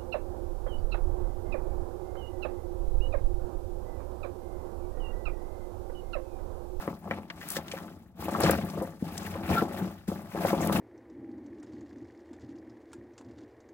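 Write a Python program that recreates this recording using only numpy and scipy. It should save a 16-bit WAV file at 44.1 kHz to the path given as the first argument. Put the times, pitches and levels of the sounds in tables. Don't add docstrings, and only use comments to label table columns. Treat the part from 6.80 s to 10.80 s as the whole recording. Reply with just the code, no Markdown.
import sys
import numpy as np
from scipy import signal
from scipy.io import wavfile
from scipy.ndimage import uniform_filter1d

SR = 44100
rng = np.random.default_rng(int(sys.argv[2]) if len(sys.argv) > 2 else 0)


def master_out(mix):
    frames = np.transpose(np.atleast_2d(mix))
    ceiling = np.clip(frames, -1, 1)
    pcm = np.round(ceiling * 32767).astype(np.int16)
    wavfile.write(sys.argv[1], SR, pcm)


N = 176400
TIME = np.arange(N) / SR
LEFT_LEAD_S, LEFT_LOUDER_DB, LEFT_TREBLE_DB = 0.00011, 3, 2.5


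def from_db(db):
    return 10 ** (np.asarray(db) / 20)


def unit_rms(x):
    return x / np.sqrt(np.mean(x ** 2) + 1e-20)


def band(x, low_hz, high_hz):
    high_hz = min(high_hz, .47 * SR)
    low_hz = min(low_hz, high_hz / 2 ** .25)
    return signal.sosfilt(signal.butter(2, [low_hz, high_hz], "band", fs=SR, output="sos"), x + 1e-18)


def resonance(x, hz, width_hz):
    r = np.exp(-np.pi * width_hz / SR)
    feedback = [1, -2 * r * np.cos(2 * np.pi * hz / SR), r * r]
    return signal.lfilter(np.array([1, 0, -1]) * (1 - r * r) / 2, feedback, x + 1e-18)


def coloured(excite, spectrum):
    hz, db = np.transpose(spectrum)
    edges = 22 * 2 ** np.arange(0, 10.1, .5)
    out = 0
    for low, high in zip(edges, edges[1:]):
        if high > hz[0] and low < hz[-1]:
            band_db = np.interp(np.log(low * high) / 2, np.log(hz), db)
            out = out + from_db(band_db) * band(excite(), low, high)
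    return unit_rms(out)


def add(out, start, sound):
    i = max(int(start * SR), 0)
    out[i:i + len(sound)] += sound[:max(N - i, 0)]


def level_curves(rows):
    times, *levels = np.transpose(rows)
    return [np.interp(TIME, times, db) for db in levels]


def shower(per_s, spread_db):
    return (rng.random(N) < per_s / SR) * from_db(spread_db * np.minimum(rng.exponential(1, N), 4))


def evened(x, window_s):
    size = int(window_s * SR)
    power = uniform_filter1d(uniform_filter1d(np.mean(x ** 2, axis=0), size), size)
    return x / np.sqrt(np.abs(power) + 1e-6)


def at_microphones(x):
    return np.array([x, np.roll(x, round(LEFT_LEAD_S * SR))])


# frequency in Hz, width in Hz, lift in dB.
BED_MODES = [(92, 17.6, 5), (185, 49, 5), (322, 10.5, 2), (540, 6.8, 5), (739, 35, 6), (1157, 31, 3.5)]


def in_bed(x, scatter_db, t60):
    x = x + sum((from_db(db) - 1) * resonance(x, hz, width) for hz, width, db in BED_MODES)
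    t = TIME[:SR // 3]
    noise = rng.standard_normal((3, len(t))) * from_db(-60 * t / t60)
    tail = (band(noise[0], 111, 1300) + band(noise[1:], 790, 2600)) / np.sqrt(np.sum(noise[0] ** 2))
    scattered = signal.fftconvolve(x[None], tail, axes=1)[:, :N]
    return at_microphones(x) + from_db(scatter_db) * scattered


def fibre_hiss():
    return at_microphones(rng.standard_normal(N)) + rng.standard_normal((2, N))


def friction(spectrum, per_s, spread_db, t60, tint_db):
    slips = shower(per_s, spread_db)

    def bursts():
        sizes = slips.copy()
        sizes[slips > 0] *= from_db(tint_db * rng.standard_normal(np.count_nonzero(slips)))
        power = signal.lfilter([1], [1, -from_db(-120 / (t60 * SR))], sizes ** 2 + 1e-18)
        return np.sqrt(power) * fibre_hiss()
    return evened(coloured(bursts, spectrum), window_s=0.047)


# frequency in Hz, relative spectral density in dB.
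RASP_SPECTRUM = [(800, -16), (1250, 1), (1900, -3.5), (2600, -7.5), (3400, -15), (5000, -23.5)]
RUSTLE_SPECTRUM = [(2400, -2.5), (3800, 4), (9500, -4), (12500, 5), (16000, -7)]
# time in seconds, relative levels of rasp and of rustle in dB.
RUBBING_LEVELS = [(0.0, -48, -55), (.2, -70, -69), (0.305, -60, -67), (0.315, -46, -61), (0.47, -68, -74),
                  (0.77, -45, -43), (0.82, -58, -65), (0.95, -53, -56), (1.35, -80, -83), (1.41, -50, -51),
                  (1.58, -45, -53), (1.64, -34, -42), (1.7, -32, -44), (1.81, -49.5, -55), (2.08, -57, -61),
                  (2.19, -71, -73), (2.22, -59, -60), (2.47, -46, -52), (2.62, -52, -63), (2.71, -39, -46),
                  (2.82, -41, -47.5), (2.86, -55, -61), (2.99, -47, -53), (3.27, -69, -74),
                  (3.28, -53.5, -53.5), (3.46, -60.5, -66), (3.69, -37, -43.5), (3.77, -50, -55),
                  (3.84, -42, -44), (3.915, -48, -55), (3.93, -44, -42), (3.97, -35, -42), (4.0, -49, -52)]


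def rubbing():
    rasp_db, rustle_db = level_curves(RUBBING_LEVELS)
    rasp = friction(RASP_SPECTRUM, per_s=300, spread_db=2.7, t60=0.062, tint_db=6)
    rustle = friction(RUSTLE_SPECTRUM, per_s=450, spread_db=3.5, t60=0.12, tint_db=5)
    return from_db(rasp_db + 1) * rasp + from_db(rustle_db + 3.5) * rustle


def contacts(spectrum, per_s, scatter_db, t60):
    clicks = shower(per_s, spread_db=3.5)
    wood = coloured(lambda: clicks * rng.standard_normal(N), spectrum)
    return evened(in_bed(wood, scatter_db, t60), window_s=0.035)


# frequency in Hz, relative spectral density in dB.
BOOM_SPECTRUM = [(40, -42), (55, -36), (75, -6), (110, -3.5), (140, 0), (210, -2.5), (300, -7.5),
                 (420, -19.5)]
CLATTER_SPECTRUM = [(200, -35), (320, 1.5), (500, 3), (750, -5), (1100, -11.5), (1600, -19.5)]
# time in seconds, relative levels of boom and of clatter in dB.
SHIFTING_LEVELS = [(0.0, -46, -43), (.07, -49, -46), (0.1, -37, -40), (0.21, -54, -61), (.26, -41, -43),
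                   (0.33, -39, -40), (0.47, -50, -56), (0.75, -49, -49), (0.79, -37, -39), (0.83, -49, -52),
                   (1.04, -44, -47), (1.34, -59, -73), (1.4, -42, -43), (1.62, -32, -31), (1.67, -25, -27),
                   (1.92, -41, -47), (1.99, -35, -35), (2.2, -54, -61), (2.25, -38, -44), (2.33, -42, -47),
                   (2.68, -37, -42), (2.71, -27, -29), (2.92, -42, -41), (3.03, -34, -39), (3.27, -60, -68),
                   (3.29, -36, -42), (3.53, -50, -54), (3.56, -36, -35), (3.99, -28, -32)]


def shifting_pile():
    boom_db, clatter_db = level_curves(SHIFTING_LEVELS)
    boom = contacts(BOOM_SPECTRUM, per_s=260, scatter_db=-7.5, t60=.12)
    clatter = contacts(CLATTER_SPECTRUM, per_s=340, scatter_db=-4, t60=0.089)
    return from_db(boom_db + 0.5) * boom + from_db(clatter_db) * clatter


# frequency in Hz, relative spectral density in dB.
AIR_SPECTRUM = [(25, -4), (65, 25), (130, 13), (250, -12), (600, 2), (4000, -33), (16000, -48)]


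def yard_air():
    return coloured(lambda: rng.standard_normal(N) + rng.standard_normal((2, N)), AIR_SPECTRUM)


def blows(rows, attack_cycles, chatter_db):
    out, t = np.zeros(N), TIME[:SR // 6]
    for start, db, hz, t60 in rows:
        envelope = from_db(-60 * t / t60) * (1 - np.exp(-t * hz / attack_cycles))
        chatter = from_db(chatter_db) * unit_rms(band(rng.standard_normal(len(t)), hz / 2, hz * 2))
        ring = band(envelope * (np.sin(2 * np.pi * hz * t) + chatter), hz / 4, hz * 2.04)
        add(out, start, from_db(db) * ring / np.abs(ring).max())
    return out


# start in seconds, relative peak in dB, pitch in Hz, t60 in seconds.
STICK_KNOCKS = [(.0775, -17, 596, 0.0044), (.3112, -21, 636, 0.009), (.386, -27.5, 644, 0.0019),
                (.767, -24.5, 503, 0.016), (.9365, -26.5, 503, 0.024), (1.034, -44, 393, 0.021),
                (1.483, -20.5, 667, 0.0071), (1.601, -19.5, 610, 0.0089), (1.639, -10, 500, 0.0046),
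                (1.69, -19, 1190, 0.0062), (1.695, -15, 490, 0.016), (1.973, -29, 433, 0.032),
                (2.017, -23.5, 517, 0.097), (2.554, -29, 527, 0.032), (2.701, -17, 710, 0.0046),
                (2.822, -16.5, 446, 0.014), (3.317, -24.5, 450, 0.01), (3.548, -23.5, 480, 0.0062),
                (3.649, -13, 600, 0.023), (3.73, -15, 530, 0.015), (3.897, -18.5, 870, 0.0072)]


def knocks():
    return blows(STICK_KNOCKS, attack_cycles=0.13, chatter_db=-4)


def crackles(per_s=22, over_rustle_db=9.5, low_hz=2500, high_hz=13000, t60=0.016):
    _, rustle_db = level_curves(RUBBING_LEVELS)
    rows = []
    for when, softness, pitch in rng.random((int(per_s * N / SR), 3)):
        db = rustle_db[int(when * N)] + over_rustle_db - 10 * softness
        rows.append((when * TIME[-1], db, low_hz * (high_hz / low_hz) ** pitch, t60))
    return rows


# start in seconds, relative peak in dB, centre in Hz, t60 in seconds.
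TWIG_SNAPS = [(.3103, -33.5, 2440, 0.011), (0.5008, -25, 1600, 0.038), (.6875, -25, 11000, 0.011),
              (0.7028, -21, 11500, .025), (.717, -25.5, 12500, 0.099), (0.766, -24, 3530, 0.039),
              (0.882, -33, 2900, 0.025), (0.916, -30.5, 5000, 0.054), (1.604, -23, 10900, 0.046),
              (1.634, -19, 4350, 0.045), (1.7085, -17, 13200, 0.033), (1.9, -33.5, 4300, 0.037),
              (2.022, -37.5, 12000, 0.083), (2.378, -24.5, 5800, 0.026), (2.69, -31, 2220, .03),
              (3.279, -41.5, 7000, 0.11), (3.873, -20.5, 9750, 0.011), (3.926, -25.5, 13000, .04)]


def snaps():
    out, t, noise = np.zeros((2, N)), TIME[:SR // 10], fibre_hiss()
    for start, db, hz, t60 in list(TWIG_SNAPS) + crackles():
        samples = (int(start * SR) + np.arange(len(t))) % N
        burst = noise[:, samples] * from_db(-60 * t / t60)
        crack = band(resonance(burst, hz, hz * 0.73), hz / 4, hz * 2.5)
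        for side, sound in zip(out, from_db(db) * crack / np.abs(crack).max()):
            add(side, start, sound)
    return out


# multiple of the pitch, relative level in dB.
BENDING_MODES = [(.72, -7.5), (1, 5.5), (1.22, 1.5), (1.56, -7.5)]
# start in seconds, relative peak in dB, pitch in Hz, t60 in seconds.
STICK_CLACKS = [(.3103, -20.5, 1900, .025), (.7665, -25, 1750, .016), (1.549, -19.5, 1100, .025)]


def clacks():
    out, t = np.zeros(N), TIME[:SR // 6]
    for start, db, hz, t60 in STICK_CLACKS:
        ring = 0
        for k, (ratio, mode_db) in enumerate(BENDING_MODES):
            envelope = from_db(mode_db - 60 * t * np.sqrt(ratio) / t60)
            ring = ring + (-1) ** k * envelope * np.sin(2 * np.pi * hz * ratio * t)
        add(out, start, from_db(db) * ring / np.abs(ring).max())
    return out


# start and length in seconds, relative rms level in dB, pitch and resonance width in Hz.
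STICK_SCRAPES = [(0.605, 0.043, -48.5, 1610, 1500), (0.91, 0.017, -42, 2300, 1300),
                 (0.967, 0.025, -46, 1070, 1390), (1.074, 0.028, -56.5, 1060, 1120),
                 (1.624, 0.092, -42, 1880, 2380)]


def scrapes(slips_per_s=900):
    out = np.zeros(N)
    for start, length, db, hz, width in STICK_SCRAPES:
        slips = (rng.random(SR // 10) < slips_per_s / SR) * rng.standard_normal(SR // 10)
        tone = resonance(resonance(slips, hz, width), hz, width * 2)[:int(length * SR)]
        add(out, start, from_db(db) * unit_rms(tone * signal.windows.tukey(len(tone))))
    return out


# start in seconds, relative peak in dB, pitch in Hz, t60 in seconds.
FLOOR_THUMPS = [(1.645, -17, 196, 0.031), (1.835, -23.5, 173, 0.024), (2.2235, -20, 245, 0.03),
                (2.7, -20.5, 196, 0.045), (2.822, -23, 238, 0.022), (3.019, -24.5, 181.5, 0.12),
                (3.28, -26, 211, 0.065), (3.948, -26, 196, 0.034), (3.975, -25, 232, 0.022)]


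def thumps():
    return blows(FLOOR_THUMPS, attack_cycles=0.28, chatter_db=-7)


# start and length in seconds, relative rms level in dB, pitch in Hz.
BARK_SQUEAKS = [(2.724, .026, -40, 2410), (2.757, .048, -29, 1370)]


def squeaks(jitter=.06, waver_hz=170):
    out = np.zeros(N)
    for start, length, db, hz in BARK_SQUEAKS:
        waver = unit_rms(band(rng.standard_normal(SR // 4), waver_hz / 2, waver_hz * 2))
        pitch_hz = hz * (1 + jitter * waver[-int(length * SR):])
        tone = np.sin(2 * np.pi * np.cumsum(pitch_hz) / SR)
        add(out, start, from_db(db) * unit_rms(tone * signal.windows.hann(len(tone))))
    return out


def scene():
    sticks = knocks() + clacks() + scrapes() + squeaks()
    floor = thumps()
    bed = shifting_pile() + rubbing() + snaps()
    bed += in_bed(sticks, scatter_db=-4, t60=0.072)
    bed += in_bed(floor, scatter_db=-11.5, t60=.14)
    bed[0] += (from_db(LEFT_TREBLE_DB) - 1) * resonance(bed[0], hz=12900, width_hz=3300)
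    balance = from_db([[LEFT_LOUDER_DB / 2], [-LEFT_LOUDER_DB / 2]])
    return bed * balance + from_db(-58.5) * yard_air()


def record(dry):
    low_cut = signal.butter(2, 45, "high", fs=SR, output="sos")
    high_cut = signal.ellip(10, .2, 80, 16100, fs=SR, output="sos")
    return signal.sosfilt(high_cut, signal.sosfilt(low_cut, dry))


dry = scene()
out = record(dry)
master_out(out)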